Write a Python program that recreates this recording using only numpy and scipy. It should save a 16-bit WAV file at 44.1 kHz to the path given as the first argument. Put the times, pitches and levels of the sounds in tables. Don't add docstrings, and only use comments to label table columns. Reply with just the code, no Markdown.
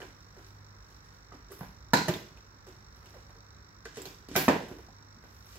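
import sys
import numpy as np
from scipy import signal
from scipy.fft import rfft, irfft, next_fast_len
from scipy.io import wavfile
from scipy.ndimage import uniform_filter1d

SR = 44100
rng = np.random.default_rng(int(sys.argv[2]) if len(sys.argv) > 2 else 0)


def linear_from_db(decibels):
    return 10 ** (np.asarray(decibels, float) / 20)


def file_out(sig):
    cols = np.atleast_2d(sig).T
    lim = np.clip(cols, -1, 1)
    pcm = np.round(lim * 32767).astype(np.int16)
    wavfile.write(sys.argv[1], SR, pcm)


N = 246298
LONG = next_fast_len(N)
MAINS_HZ = 50.0


def level(x, db):
    return x * linear_from_db(db) / np.sqrt(np.mean(x ** 2))


def peak(x, db):
    return x * linear_from_db(db) / np.max(np.abs(x))


def add(track, s, x):
    i = int(s * SR)
    track[:, i:i + x.shape[1]] += x[:, :N - i]


def band(x, lo_hz, hi_hz, order=2):
    return signal.sosfilt(signal.butter(order, [lo_hz, hi_hz], "bandpass", fs=SR, output="sos"), x)


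def on_log(table, hz):
    corner_hz, value = np.array(table).T[:2]
    return np.interp(np.log(hz + 1), np.log(corner_hz), value)


def fade(t, t60):
    return np.exp(-np.log(1000) * t / t60)


# (time [s], shell peak [dB], crack re shell [dB],
# splash re shell [dB], share sent to the walls [dB])
IMPACTS = [
    (1.933, -4, -12.5, -8.5, -5.5),
    (2.081, -15.5, -8, -8, -4.5),
    (4.353, -16, -19, -9.5, 2.5),
    (4.48, -2, -22.5, -22, -5),
]
# (frequency [Hz], level [dB], T60 [s])
SHELL_MODES = [
    [(220, 3, 0.029), (242, -6, 0.04), (495, -10.5, 0.073), (594, -30, 0.012), (977, 6, 0.047),
     (1473, 3.5, 0.054), (1686, 0, 0.027), (1974, -2, 0.03), (4040, 7.5, 0.033)],
    [(170, -1, 0.26), (357, -2, 0.098), (447, -20, 0.19), (598, 2.5, 0.035), (915, -8, 0.029),
     (1690, 8, 0.0084)],
    [(180, 6.5, 0.036), (393, -8, 0.047), (678, -29, 0.0297), (785, 5.5, 0.044), (1603, 6, 0.045),
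     (2090, 12, 0.012), (4000, -1, .01)],
    [(268, -1, 0.063), (470, 3.5, 0.028), (614, 4.5, 0.04), (740, -6, 0.08), (923, 12, 0.028),
     (1120, 9.5, 0.007), (1620, 14.5, 0.009), (2440, 3.5, 0.0062)],
]


def landings():
    contact_s = 0.0073
    t = np.arange(1200) / SR
    out = np.zeros((2, N))
    for (s, db, crack_db, splash_db, wet_db), modes in zip(IMPACTS, SHELL_MODES):
        push = rng.standard_normal(1200) * np.exp(-(t / contact_s) ** 3)
        push[:8] -= 2.5
        shell = radiate(modes, db, uniform_filter1d(push, size=9))
        blow = shell + snap(db + crack_db, db + splash_db, 0.087)
        add(out, s, blow * [[1], [linear_from_db(wet_db)]])
    return out


def ring(modes, size=6000):
    t = np.arange(size) / SR
    return sum(linear_from_db(db) * fade(t, max(t60, .002)) * np.sin(2 * np.pi * hz * t) for hz, db, t60 in modes)


def same_energy(far, near):
    return far * np.sqrt(np.sum(near ** 2) / np.sum(far ** 2))


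def radiate(modes, db, push):
    blur = 0.34
    near = peak(np.convolve(push, ring(modes))[:6000], db)
    broad = [(hz, g, t60 * blur) for hz, g, t60 in modes]
    far = np.convolve(np.hanning(9), ring(broad))[:6000]
    return np.array([near, same_energy(far, near)])


def snap(crack_db, splash_db, crack_t60, size=6000):
    t = np.arange(size) / SR
    noise = rng.standard_normal((2, size))
    click = 1. * (t == 0)
    crack = (noise[0], crack_t60, 2200, 7400, crack_db)
    splash = (noise[1], .007, 10200, 15000, splash_db)
    out = 0
    for x, t60, lo_hz, hi_hz, db in (crack, splash):
        near = peak(band(x * fade(t, t60), lo_hz, hi_hz), db)
        far = band(click, lo_hz, hi_hz)
        out = out + np.array([near, same_energy(far, near)])
    return out


# (time [s], air cavity peak [dB], cavity frequency [Hz],
# wall re cavity [dB])
HOLLOW_KNOCKS = [(.014, -58, 410, 16), (.366, -59.5, 393, 14.5), (.392, -54.5, 404, 10),
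                 (1.321, -49, 165, -5), (1.341, -47.5, 292, 3), (1.5, -49, 383, -8), (1.609, -31, 170, -5),
                 (1.632, -42, 182, 5.5), (1.972, -40, 180, -3), (2.087, -44.5, 170, 24),
                 (2.187, -43, 160, 4), (2.687, -56, 382, 8), (3.027, -63, 167, 16), (3.142, -46.5, 554, 4),
                 (3.169, -61.5, 450, 15), (3.295, -67.5, 161, 21.5), (3.355, -54, 447, 2),
                 (3.854, -41.5, 447, -10), (3.97, -39, 440, -2.5), (3.978, -44, 382, 0),
                 (4.069, -45, 162, -12), (4.099, -59, 366, 10.5), (4.286, -37, 326, -15.5),
                 (4.312, -33.5, 309, -11), (4.486, -43, 288, 3), (4.712, -33.5, 340, -5.5),
                 (4.785, -51.5, 447, 10), (4.885, -49.5, 209, -5), (5.165, -47.5, 218, -21),
                 (5.238, -54, 289, 11.5)]
# (time [s], wall peak [dB], crack re wall [dB],
# splash re wall [dB])
WALL_CRINKLES = [(.003, -34.5, -8, -15), (.028, -35.5, -17, -11), (.465, -63, -5, 13), (.901, -54, 0, 2),
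                 (1.137, -66, 9, 11), (1.322, -39.5, -10, -26), (1.509, -58, -1, 5), (1.518, -40, -21, 5.5),
                 (1.591, -45.5, -5, 8), (1.971, -25.5, 5.5, -29), (2.136, -36, 0.5, 2),
                 (2.373, -52, -1, -3), (2.668, -42, -5, -4), (2.96, -54, 1, 4), (3.057, -47.5, -0.5, -2),
                 (3.095, -52, -15, 2), (3.853, -45, 10, 0), (3.97, -39, 0.5, 3), (4.018, -47.5, 9.5, 14),
                 (4.035, -57.5, -0.5, 2.5), (4.055, -35.5, 2, 1), (4.068, -50, 7, -1), (4.286, -45, 3.5, 2),
                 (4.314, -45, 8, -16), (4.362, -15, -0.5, 7.5), (4.684, -39.5, -4, -3),
                 (5.457, -51, -5, 10), (5.556, -44, 3, -1)]


def ticks():
    lead_s = .001
    cavity_hz, cavity_db = 382, -12
    out = np.zeros((2, N))
    for s, db, hz, wall_db in HOLLOW_KNOCKS:
        add(out, s - lead_s, tick(db + wall_db, hz, db, -13, -10.5))
    for s, db, crack_db, splash_db in WALL_CRINKLES:
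        add(out, max(s - lead_s, 0), tick(db, cavity_hz, db + cavity_db, crack_db, splash_db))
    return out


WALL_MODES = [560, 796, 970, 976, 1250, 1500, 1510, 1920]


def tick(wall_db, cavity_hz, cavity_db, crack_db, splash_db):
    chance = rng.standard_normal((2, len(WALL_MODES)))
    modes = [(hz * (1 + 0.0087 * a), 2.87 * b, .016) for hz, a, b in zip(WALL_MODES, *chance)]
    wall = radiate(modes, wall_db, np.hanning(9))
    cavity = radiate([(cavity_hz, 0, .07)], cavity_db, np.hanning(90)) * [[1], [.35]]
    return wall + cavity + snap(wall_db + crack_db, wall_db + splash_db, 0.012)


# (time [s], peak [dB], frequency [Hz], T60 [s])
SINGLE_RINGS = [(0.015, -44, 1680, 0.037), (0.017, -37, 2950, 0.0063), (1.317, -47, 1250, 0.092),
                (0.368, -54, 393, 0.33), (1.506, -47.5, 400, 0.2), (1.519, -48, 1250, 0.025),
                (1.608, -38.5, 980, 0.022), (1.609, -53, 740, 0.023), (2.670, -54, 379, 0.15),
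                (2.09, -19, 170, 0.045), (2.089, -24, 357, 0.04), (2.138, -27, 3600, 0.0071),
                (2.372, -49.5, 2600, 0.016), (3.022, -59, 1315, 0.064), (3.059, -55, 2780, 0.021),
                (3.143, -49, 560, 0.074), (3.855, -35, 1565, 0.031), (3.854, -45.5, 1920, 0.027),
                (3.859, -48, 474, 0.026), (3.979, -36.5, 393, 0.13), (4.017, -32, 7600, .004),
                (4.053, -37, 4200, 0.014), (4.363, -21, 12500, .004), (4.713, -34, 343, 0.026),
                (4.884, -47.5, 820, 0.029)]


def pings():
    out = np.zeros((2, N))
    for s, db, hz, t60 in SINGLE_RINGS:
        add(out, s, radiate([(hz, 0, t60)], db, np.hanning(5)) * [[1], [.45]])
    return out


# (crest time [s], build-up [s], fizz [dB], scuff [dB])
WATER_SURGES = [(0, .01, -73.5, -49.5), (.18, .02, -70, -70), (.468, 0.29, -69, -61),
                (.924, 0.28, -68, -66.5), (1.04, .02, -80, -62), (1.19, .2, -82, -70),
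                (1.514, 0.037, -77, -50), (1.79, 0.053, -78, -90), (2.667, .01, -69, -60.5),
                (3.21, 0.71, -75, -66.5), (3.958, 0.044, -66.5, -47), (4.054, 0.034, -76.5, -55),
                (4.35, 0.036, -71.5, -35.5), (4.62, .01, -71, -53.5), (4.81, .5, -70, -65.5),
                (5.303, 0.089, -62.5, -66.5), (5.35, 0.088, -66, -77), (5.5, 0.044, -62, -58.5),
                (5.58, 0.34, -60, -56.5)]


def slosh():
    build_db = 21.5
    fizz_ebb, scuff_ebb = 150, 263.5
    t, fizz, scuff = np.arange(N) / SR, 0, 0
    for s, build, fizz_db, scuff_db in WATER_SURGES:
        rising = build_db * np.minimum(t - s, 0) / max(build, .003)
        after = np.maximum(t - s, 0)
        fizz = fizz + linear_from_db(fizz_db + rising - fizz_ebb * after)
        scuff = scuff + linear_from_db(scuff_db + rising - scuff_ebb * after)
    noise = rng.standard_normal((2, N))
    grains = noise * linear_from_db(4.9 * np.minimum(rng.exponential(size=(2, N)), 7))
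    water = level(band(grains[0], 11500, 16000), -10.0)
    label = level(band(grains[1], 1500, 8750), -8.5)
    return fizz * water + scuff * label


# (frequency [Hz], level [dB], T60 [s])
CASING = [(3900, -6, .008), (4430, -11, .012), (5570, 0, .008), (6910, -10, .009), (7620, -11, .009)]
# (time [s], level [dB])
RATTLES = [
    (.0058, 0),
    (.0078, -5),
    (.0106, -4),
    (.0132, -9),
]


def buzz():
    kicks = np.zeros(N)
    starts = np.arange(int(N / SR * MAINS_HZ)) / MAINS_HZ
    chance = rng.standard_normal((len(starts), len(RATTLES), 2))
    for k, (s, db) in enumerate(RATTLES):
        jittered = starts + s + .00008 * chance[:, k, 0]
        kicks[(jittered * SR).astype(int)] += linear_from_db(db + 2.5 * chance[:, k, 1])
    casing = signal.fftconvolve(kicks, ring(CASING, size=1500))[:N]
    return level(band(casing, 3840, 7360, order=4), -64.5)


def pair(alike, size):
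    hz = np.arange(size // 2 + 1) * SR / size
    c = np.clip(on_log(alike, hz), -1, 1)
    mid, side = rfft(rng.standard_normal((2, size)))
    return hz, np.sqrt(1 + c) * mid + np.sqrt(1 - c) * side * np.array([[1], [-1]])


def walk(rate):
    k = int(SR / rate)
    held = np.repeat(rng.standard_normal(N // k + 1), k)
    x = uniform_filter1d(uniform_filter1d(held, k), k)[:N]
    return x / np.std(x)


# (frequency [Hz], density [dB per Hz])
AIR_SPECTRUM = [(25, -47), (46, -4), (68, -0.5), (84, -13), (125, -11), (220, -18), (550, -22), (700, -25),
                (1040, -18), (1500, -18), (2100, -25), (3050, -39), (5500, -31.5), (8200, -55)]
# (frequency [Hz], density [dB per Hz])
HISS_SPECTRUM = [(8100, -23), (9300, -8), (10300, 1), (12000, 7), (15800, 12), (16000, -22), (17000, -60)]
# (multiple of mains [1], level [dB])
HUM_HARMONICS = [(1, -88), (2, -61.5), (3, -74), (4, -75)]
# (frequency [Hz], likeness [-1 to 1])
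AIR_COHERENCE = [(60, 1), (130, 0.73), (290, 0.81), (640, 0.24), (1410, -0.26), (16000, 0.39)]


def fan():
    hz, noise = pair(AIR_COHERENCE, LONG)
    air = irfft(noise * linear_from_db(on_log(AIR_SPECTRUM, hz)) * (hz < 8000), LONG)[:, :N]
    rumble = signal.sosfilt(signal.butter(2, 85, fs=SR, output="sos"), air)
    air = (air - rumble) * linear_from_db(0.066 * walk(3.7)) + rumble * linear_from_db(4.1 * walk(5.2))
    hiss = irfft(noise * linear_from_db(on_log(HISS_SPECTRUM, hz)) * (hz > 8000), LONG)[:, :N]
    t, hum = np.arange(N) / SR, 0
    for k, db in HUM_HARMONICS:
        hum = hum + linear_from_db(db + 2.0 + 2.4 * walk(4.49)) * np.sin(2 * np.pi * k * MAINS_HZ * t + k)
    return level(air, -56) + level(hiss, -74.5) + hum


# (frequency [Hz], T60 [s], level [dB])
REVERBERATION = [(142, 0.52, -4), (288, 0.46, 1.5), (555, 0.39, 3), (1100, 0.33, 2.5), (2130, 0.45, 1),
                 (4200, 0.48, 0.5), (9000, 0.51, -0.5), (12500, 0.39, 5.5)]
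# (delay [s], level [dB])
REFLECTIONS = [(.0031, -6.5), (.0058, -6), (.0094, -9.5), (0.0171, -13.5)]
# (frequency [Hz], likeness [-1 to 1])
TAIL_COHERENCE = [(60, 0.93), (290, 0.95), (640, 0.53), (1410, -0.019), (3100, 0.36), (16000, -0.15)]


def room(near, far, wet_db, size=32768):
    hz, noise = pair(TAIL_COHERENCE, size)
    t, tail = np.arange(size) / SR, 0
    centres = np.log(np.array(REVERBERATION)[:, 0])
    for k, (_, t60, db) in enumerate(REVERBERATION):
        share = np.interp(np.log(hz + 1), centres, np.arange(len(REVERBERATION)) == k)
        tail = tail + linear_from_db(db) * irfft(noise * share, size) * fade(t, t60)
    tail = tail * (1 - np.exp(-t / 0.0049))
    tail = linear_from_db(wet_db) * tail / np.sqrt(np.mean(np.sum(tail ** 2, axis=1)))
    early = np.zeros((2, 2048))
    lag = int(.0001 * SR)
    direct = (0.0016, 0.012)
    for k, (s, db) in enumerate([direct] + list(REFLECTIONS)):
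        early[0, int(s * SR) + lag * (1 + k % 3)] += linear_from_db(db)
        early[1, int(s * SR) + lag * (2 * k % 5)] += linear_from_db(db)
    heard = signal.fftconvolve(near[None], early, axes=1)[:, :N]
    return heard + signal.fftconvolve(far[None], tail, axes=1)[:, :N]


def scene():
    near, far = linear_from_db(-2) * landings() + ticks() + pings() + slosh()
    rattle = buzz()
    motor = np.array([np.roll(rattle, shift=4), rattle]) * linear_from_db([[-2.], [2.]])
    motor = motor + room(0 * rattle, rattle, -5)
    no_bass = signal.butter(3, 105, "highpass", fs=SR, output="sos")
    bottle = signal.sosfilt(no_bass, room(near, far, 6.2))
    return bottle + motor + fan()


def roll_off(x):
    return signal.sosfilt(signal.butter(12, 16810, fs=SR, output="sos"), x)


# (frequency [Hz], gain [dB])
PORT_RESPONSE = [(20, -10), (42, 1), (7950, 0), (8200, -5), (8800, -9.5), (10000, -6), (15780, -6.5),
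                 (15980, -33.5)]


def record(dry):
    balance_db = -2.1
    hz = np.arange(LONG // 2 + 1) * SR / LONG
    coloured = irfft(rfft(dry, LONG) * linear_from_db(on_log(PORT_RESPONSE, hz)), LONG)[:, :N]
    mix = coloured * linear_from_db([[balance_db / 2], [-balance_db / 2]])
    return roll_off(mix)


dry = scene()
out = record(dry)
file_out(out)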